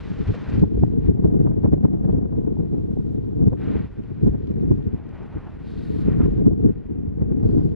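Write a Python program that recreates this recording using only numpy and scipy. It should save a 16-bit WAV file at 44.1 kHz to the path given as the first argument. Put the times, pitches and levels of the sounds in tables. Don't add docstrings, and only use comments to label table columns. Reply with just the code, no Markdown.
import sys
import numpy as np
from scipy import signal
from scipy.fft import rfft, irfft
from scipy.io import wavfile
from scipy.ndimage import uniform_filter1d

SR = 44100
rng = np.random.default_rng(int(sys.argv[2]) if len(sys.argv) > 2 else 0)


def dump(signal):
    limited = np.clip(np.atleast_2d(signal).T, -1, 1)
    pcm = np.round(limited * 32767).astype(np.int16)
    wavfile.write(sys.argv[1], SR, pcm)


N = 341775
TIME = np.arange(N) / SR
BINS = np.fft.rfftfreq(N, 1 / SR)


def gain_of(db):
    return 10 ** (np.asarray(db) / 20)


def unit_rms(x):
    return x / np.sqrt(np.mean(x ** 2) + 1e-20)


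def over_frequency(rows, column=1):
    table = np.transpose(rows)
    return np.interp(np.log(BINS + 1), np.log(table[0] + 1), table[column])


def over_time(rows, column=1):
    table = np.transpose(rows)
    return np.interp(TIME, table[0], table[column])


def coloured(x, spectrum):
    return irfft(rfft(x) * unit_rms(gain_of(over_frequency(spectrum))), N)


def wander(rate_hz):
    drift = rfft(rng.standard_normal(N)) * np.exp(-(BINS / rate_hz) ** 2) * BINS / (BINS + 4)
    return unit_rms(irfft(drift, N))


def soft_wander(rate_hz, reach=1.3):
    return reach * np.tanh(wander(rate_hz) / reach)


def levelled(x, span_s):
    size = max(int(span_s * SR), 8)
    power = uniform_filter1d(uniform_filter1d((x ** 2).mean(0), size), size)
    return x / np.sqrt(abs(power) + 1e-9)


def stereo(mid, side):
    return np.array([mid + side, mid - side])


# (frequency [Hz], left's phase lead [rad], likeness [0-1], left minus right [dB])
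PORTS = [(25, 0.61, 0.12, 1), (56, 1.29, 0.93, -7.5), (116, 2.293, 0.94, 1), (274, 2.88, 0.92, 2.5),
         (504, 2.866, 0.92, 4), (720, 3.05, 0.81, -0.5), (1330, 4.17, 1, 0.5), (3000, 4.08, 1, 3)]

def at_ports(flows):
    left, other = rfft(flows)
    likeness = np.clip(over_frequency(PORTS, column=2), 0, .995)
    lead_rad, tilt_db = over_frequency(PORTS), over_frequency(PORTS, column=3)
    right = (likeness * left + np.sqrt(1 - likeness ** 2) * other) * np.exp(-1j * lead_rad)
    return irfft(np.array([left * gain_of(tilt_db / 2), right * gain_of(-tilt_db / 2)]), N)


def turbulence(spectrum, lumps_db):
    flows = rng.standard_normal((2, N)) * gain_of(lumps_db)
    return unit_rms(at_ports(coloured(flows, spectrum)))


def narrow_bass(x, corner_hz=42):
    mid, side = (x[0] + x[1]) / 2, (x[0] - x[1]) / 2
    side = irfft(rfft(side) * BINS ** 2 / np.hypot(BINS ** 2, corner_hz ** 2), N)
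    return stereo(mid, side)


# (time [s], relative level [dB])
GUSTS = [(0.0, -32), (0.3, -30.5), (0.42, -31.5), (0.56, -21), (0.71, -23.5), (0.91, -20.5), (1.16, -20.5),
         (1.36, -17), (1.62, -21), (2.0, -23.5), (2.13, -20), (2.28, -27.5), (2.38, -21.5), (2.6, -26),
         (2.68, -25), (2.76, -23), (2.92, -25), (3.14, -24), (3.32, -26), (3.42, -19), (3.52, -25),
         (3.58, -26.5), (3.74, -19.5), (3.83, -23.5), (3.9, -41.5), (4.21, -28.5), (4.26, -23),
         (4.42, -27.5), (4.6, -22.5), (4.72, -18.5), (4.87, -28.5), (5.03, -35.5), (5.56, -36), (6.11, -19),
         (6.7, -22), (6.74, -30), (6.85, -35), (6.97, -25.5), (7.15, -26.5), (7.28, -22.5), (7.58, -17.5),
         (7.74, -20.5)]
# (time [s], flutter gain [dB])
CHOPPINESS = [(0.7, -2), (1.5, 1), (2.1, 7), (2.4, 6.5), (2.9, 1.5), (4.3, 3), (4.8, -4), (6.4, -1),
              (7.6, 0.5)]
# (frequency [Hz], relative level [dB])
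BODY_SPECTRUM = [(15, -31), (30, -19.5), (50, -11.5), (85, -2), (130, 1.5), (200, 1.5), (300, -3),
                 (470, -10.5), (520, -29.5), (800, -47), (2000, -96)]
FLUTTER_SPECTRUM = [(200, -15), (500, 5.5), (720, 1), (1000, -10), (1500, -23.5), (2500, -36), (5000, -53),
                    (12000, -69)]

def wind(flutter_db=-46.5, steepness=1.4, unrest_db=1.53, surge_db=-15):
    pressure = gain_of(over_time(GUSTS) + wake() + unrest_db * wander(11))
    surge = gain_of(surge_db) * eddy_swells(THUMP, half_s=0.018)
    lumps = soft_wander(60)
    body = levelled(turbulence(BODY_SPECTRUM, lumps_db=4 * lumps), span_s=0.048)
    flutter = turbulence(FLUTTER_SPECTRUM, lumps_db=3.5 * lumps + 4.5 * soft_wander(110))
    flutter = levelled(flutter, span_s=0.054)
    drive_db = steepness * (20 * np.log10(pressure) + 21.5) + over_time(CHOPPINESS)
    return body * np.hypot(pressure, surge) + flutter * gain_of(drive_db + flutter_db)


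def wake(depth_db=-2, lag_s=0.041, half_s=0.0031):
    nearest = np.min([((TIME - at_s - lag_s) / half_s) ** 2 for at_s, *_ in EDDIES], axis=0)
    return depth_db * np.exp(-.5 * nearest.clip(0, 50))


def distant(spectrum, level_db, width, flicker_db):
    noise = rng.standard_normal((2, N)) * unit_rms(gain_of(flicker_db * wander(46)))
    mid, side = coloured(noise, spectrum)
    return stereo(mid, width * side) * gain_of(level_db)


# (frequency [Hz], relative level [dB])
RUMBLE_SPECTRUM = [(12, -21.5), (25, -4), (45, 1), (70, 1.5), (120, -1.5), (250, -27), (600, -43.5),
                   (2000, -90.5)]

def rumble(volcano_db=-43, gust_db=-21, push_db=-2):
    gusts = gain_of(gust_db + 0.7 * over_time(GUSTS))
    pushes = gain_of(push_db) * eddy_swells(PUSH, half_s=0.034)
    power = gain_of(volcano_db) ** 2 + gusts ** 2 + pushes ** 2
    return distant(RUMBLE_SPECTRUM, 10 * np.log10(power), width=0.16, flicker_db=1.5)


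# (time [s], relative level [dB])
FIZZING = [(0.55, -87.5), (0.8, -99), (1.64, -91), (2.1, -101), (2.55, -93), (2.8, -85.5), (3.1, -85),
           (3.42, -90.5), (3.55, -87), (3.72, -84), (3.9, -90.5), (4.6, -99), (5.15, -90), (5.55, -89),
           (5.7, -81), (5.92, -75.5), (6.15, -84), (6.65, -100), (7.33, -100), (7.45, -91), (7.75, -89)]
# (frequency [Hz], relative level [dB])
WASH_SPECTRUM = [(100, 1), (400, 5.5), (550, -4.5), (900, -8.5), (1400, -20.5), (2500, -37), (6000, -59)]
ROAR_SPECTRUM = [(200, -4), (450, 5.5), (750, 0), (1050, -1), (1280, -2.5), (1520, 0), (1700, -4),
                 (1900, -1.5), (2150, -6.5), (2400, -6), (3200, -15.5), (4200, -27), (6000, -43.5),
                 (10000, -56.5)]
HISS_SPECTRUM = [(1500, -20.5), (2800, 2.5), (3800, 1), (4800, -4), (5600, -8), (7000, -15), (9000, -25),
                 (13000, -42)]
FIZZ_SPECTRUM = [(4000, -3.5), (7000, 8), (9000, 6), (11500, 5), (13000, -8)]

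def volcano():
    roar_db, hiss_db = gas_levels()
    wash = distant(WASH_SPECTRUM, level_db=-54.5, width=.4, flicker_db=-0.5)
    roar = distant(ROAR_SPECTRUM, roar_db + 6.5, width=.17, flicker_db=1.0)
    hiss = distant(HISS_SPECTRUM, hiss_db + 9, width=.38, flicker_db=1.5)
    fizz = distant(FIZZ_SPECTRUM, over_time(FIZZING) - 1 + 2 * wander(10), width=.6, flicker_db=0.6)
    return (wash + roar + hiss + fizz + vent_throats()) * gain_of([[.2], [-.2]])


# (time [s], relative roar [dB], relative hiss [dB])
VENTING = [(0.65, -66.5, -81), (1.15, -74, -88.5), (2.1, -77.5, -92.5), (3.001, -74.5, -86.5),
           (3.499, -74, -88), (3.9, -65.5, -85), (4.6, -69.5, -86), (5.2, -64, -87.5), (6.1, -61, -79.5),
           (6.4, -66, -83), (6.52, -79.5, -93), (6.651, -68.5, -89.5), (7.101, -72.5, -95), (7.7, -70, -84)]
# (start [s], end [s], relative roar [dB], relative hiss [dB],
# throat level [dB], throat resonance [Hz], resonance width [Hz])
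JETS = [(-0.05, 0.6, -55.5, -71, -74.5, 3600, 2600), (0.273, 0.293, -51.5, -66.5, -63, 1500, 2000),
        (0.338, 0.357, -50.5, -67.5, -39, 487, 298), (0.352, 0.482, -62, -87, -54, 1000, 1390),
        (0.46, 0.575, -52.5, -76, -59, 1700, 1800), (0.59, 0.631, -58.5, -80, -68, 3880, 2400),
        (1.021, 1.101, -63.5, -86.5, -75.5, 3490, 2390), (3.6, 3.85, -54, -80.5, -65.5, 2900, 2390),
        (4.897, 5.096, -70, -100, -59, 750, 700), (5.125, 5.27, -62, -84.5, -53, 755, 990),
        (5.28, 5.545, -65, -88, -52, 710, 1100), (5.642, 6.07, -72, -78, -66.5, 3970, 1500),
        (6.062, 6.156, -57, -90, -55.5, 1094, 996), (6.19, 6.266, -59, -98, -48, 1130, 1450),
        (7.43, 7.675, -78, -86.5, -76.5, 4550, 950)]

def gas_levels():
    power = gain_of([over_time(VENTING, column=1), over_time(VENTING, column=2)]) ** 2
    for start, end, roar_db, hiss_db, *_ in JETS:
        power += (gain_of([[roar_db], [hiss_db]]) * jet_flow(start, end)) ** 2
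    return 10 * np.log10(power)


def jet_flow(start, end, rise_s=0.078, fall_s=0.12):
    half_s = (end - start) / 2
    opening = np.clip((TIME - start) / min(rise_s, half_s) + .5, 0, 1)
    shutting = np.clip((end - TIME) / min(fall_s, half_s) + .5, 0, 1)
    return opening * shutting


def vent_throats(flicker_db=-1.5, width=.2):
    out = np.zeros((2, N))
    flicker = gain_of(flicker_db * wander(40))
    for start, end, _, _, db, centre_hz, width_hz in JETS:
        resonance = (1 + ((BINS - centre_hz) / width_hz) ** 2) ** -3
        mid, side = unit_rms(irfft(rfft(rng.standard_normal((2, N))) * resonance, N))
        out += gain_of(db) * jet_flow(start, end) * stereo(mid, width * side)
    return out * flicker


# (time [s], thump [dB], knock [dB], deep push [dB])
EDDIES = [(0.112, -23, -61, -38), (0.209, -17.5, -63, -33), (0.299, -15.5, -45, -22),
          (0.581, -16.5, -42, -14), (0.633, -7.5, -30, -28), (0.777, -19.5, -46.5, -20),
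          (0.836, -6.5, -36, -39), (0.989, -14.5, -47.5, -32), (1.095, -7.5, -54.5, -22),
          (1.178, -23, -42.5, -44.5), (1.252, -8, -29, -25.5), (1.344, -10, -37.5, -30),
          (1.41, -12.5, -39, -29), (1.472, -22, -36, -45), (1.518, -19.5, -38, -39),
          (1.575, -15.5, -41, -46), (1.651, -12, -25, -30), (1.686, -14, -39, -41), (1.736, -9.5, -28, -22),
          (1.849, -8.5, -27, -38), (1.942, -14.5, -37, -48), (2.053, -15, -36, -40.5),
          (2.095, -13.5, -34, -30.5), (2.142, -12.5, -40.5, -30.5), (2.182, -15.5, -41, -43),
          (2.236, -18, -46, -52.5), (2.33, -24, -42, -47), (2.384, -13, -48, -43),
          (2.476, -16.5, -36.5, -58), (2.521, -18, -50, -43), (2.601, -13.5, -39.5, -50),
          (2.735, -16.5, -43, -44), (2.84, -21, -50, -49.5), (2.998, -15, -47, -55), (3.065, -21, -60, -47),
          (3.427, -11, -39, -42), (3.476, -8.5, -43, -29.5), (3.532, -20, -32, -53), (3.995, -23, -60, -57),
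          (4.113, -24, -50, -29.5), (4.239, -11, -65, -40), (4.275, -7.5, -33, -24),
          (4.348, -21.5, -40, -39.5), (4.509, -16, -43, -43.5), (4.715, -7, -36, -26.5),
          (4.8, -20, -48, -43), (4.871, -19, -58.5, -36), (4.943, -17, -64, -43), (5.365, -22, -61.5, -33),
          (6.087, -11.5, -36, -29.5), (6.207, -10.5, -32.5, -26.5), (6.259, -13, -41, -26),
          (6.333, -17.5, -42.5, -29.5), (6.386, -25, -41.5, -32.5), (6.419, -14, -40, -32),
          (6.463, -11, -39, -37), (6.478, -9, -38, -29.5), (6.519, -15, -46, -48), (6.65, -9, -38, -41.5),
          (6.665, -14, -50, -45), (6.698, -13.5, -41, -49), (6.912, -21, -57, -40),
          (7.222, -13.5, -37.5, -55), (7.317, -16, -37, -52), (7.445, -28, -41, -33),
          (7.462, -10.5, -45, -29), (7.566, -13, -56, -33), (7.655, -13, -54, -41)]
THUMP, KNOCK, PUSH = 1, 2, 3
# (frequency [Hz], relative level [dB])
KNOCK_SPECTRUM = [(250, -16.5), (500, 11), (720, 0.5), (950, -5), (1200, -14.5), (1700, -25.5),
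                  (2500, -49.5), (5000, -54), (12000, -70.5)]

def buffets(thump_db=-1, shared=0.26):
    thump = levelled(turbulence(BODY_SPECTRUM, lumps_db=0), span_s=0.027) * gain_of(thump_db)
    knock = turbulence(KNOCK_SPECTRUM, lumps_db=0)
    knock += shared * coloured(rng.standard_normal(N), KNOCK_SPECTRUM)
    knock = levelled(knock, span_s=0.0033)
    return thump * eddy_swells(THUMP, half_s=0.008) + knock * eddy_swells(KNOCK, half_s=0.0093)


def eddy_swells(column, half_s):
    out = np.zeros(N)
    for eddy in EDDIES:
        at_s = eddy[0]
        near = slice(*np.searchsorted(TIME, [at_s - .2, at_s + .2]))
        out[near] += gain_of(eddy[column]) * np.exp(-.5 * ((TIME[near] - at_s) / half_s) ** 2)
    return out


# (frequency [Hz], relative level [dB])
CRACKLE_SPECTRUM = [(700, -3), (1600, 5.5), (2300, -3), (3200, -17.5), (6000, -38.5), (10000, -58.5)]

def crackle(snaps_per_s=220, uneven_db=5, level_db=-25):
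    snaps = (rng.random((2, N)) < snaps_per_s / SR) * rng.choice([-1, 1], (2, N))
    snaps = snaps * gain_of(uneven_db * rng.uniform(-1, 1, (2, N)))
    crackling = unit_rms(at_ports(coloured(snaps, CRACKLE_SPECTRUM)))
    return crackling * gain_of(level_db) * eddy_swells(KNOCK, half_s=0.01)


# (time [s], envelope peak [dB], pitch [Hz])
POPS = [(.297, -15, 91), (.636, -15.5, 220), (.639, -27.5, 726), (.837, -19, 704), (1.242, -42, 950),
        (1.473, -33.5, 980), (1.661, -30.5, 845), (1.738, -14, 280), (1.854, -35, 900), (2.095, -39.5, 785),
        (2.183, -18, 300), (2.571, -38, 720), (2.972, -34, 625), (3.533, -33, 815), (4.234, -15.5, 109),
        (4.273, -15, 189), (4.716, -34.5, 840), (6.085, -14.5, 354), (6.477, -11.5, 240)]

def pops(half_cycles=0.6):
    out = np.zeros(N)
    for at_s, db, hz in POPS:
        near = abs(TIME - at_s) < .02
        cycles = (TIME[near] - at_s) * hz
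        envelope = gain_of(db) * np.exp(-.5 * (cycles / half_cycles) ** 2)
        out[near] += envelope * np.sin(2 * np.pi * cycles)
    return out


# (time [s], relative level [dB], resonance [Hz])
TICKS = [(0.595, -44, 3620), (0.836, -48, 1910), (1.642, -53.5, 2610), (1.727, -54.5, 2810),
         (1.737, -44.5, 1620), (1.75, -59, 3000), (2.027, -57, 2600), (2.047, -56, 2820),
         (2.091, -57, 2600), (2.101, -55, 2700), (2.121, -53.5, 2600), (2.184, -56, 1900),
         (4.037, -52.5, 3200), (4.271, -53, 2800), (4.281, -51.5, 3200), (4.473, -50, 3500),
         (4.826, -55, 3010), (5.092, -54, 3300), (7.402, -53, 1890), (7.453, -49, 2100)]

def ticks(decay_s=0.0011, relative_width=.75, length_s=.02):
    out = np.zeros((2, N))
    t = np.arange(0, length_s, 1 / SR)
    hz = np.fft.rfftfreq(len(t), 1 / SR)
    fade = np.exp(-t / decay_s)
    for at_s, db, centre_hz in TICKS:
        resonance = (1 + ((hz / centre_hz - 1) / relative_width) ** 2) ** -3
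        click = irfft(rfft(rng.standard_normal((2, len(t)))) * resonance, len(t)) * fade
        click *= np.linalg.norm(fade) / np.linalg.norm(click, axis=1, keepdims=True)
        start = round(at_s * SR)
        out[:, start:start + len(t)] += gain_of(db) * click
    return at_ports(out)


def scene():
    return narrow_bass(wind() + buffets()) + crackle() + pops() + rumble() + volcano() + ticks()


def record(dry):
    rounded = dry / (1 + dry ** 8) ** (1 / 8)
    faded = rounded * signal.windows.tukey(N, .001)
    lowpass = signal.firwin(511, cutoff=12800, window=("kaiser", 9), fs=SR)
    return signal.oaconvolve(faded, lowpass[None], "same")


dry = scene()
out = record(dry)
dump(out)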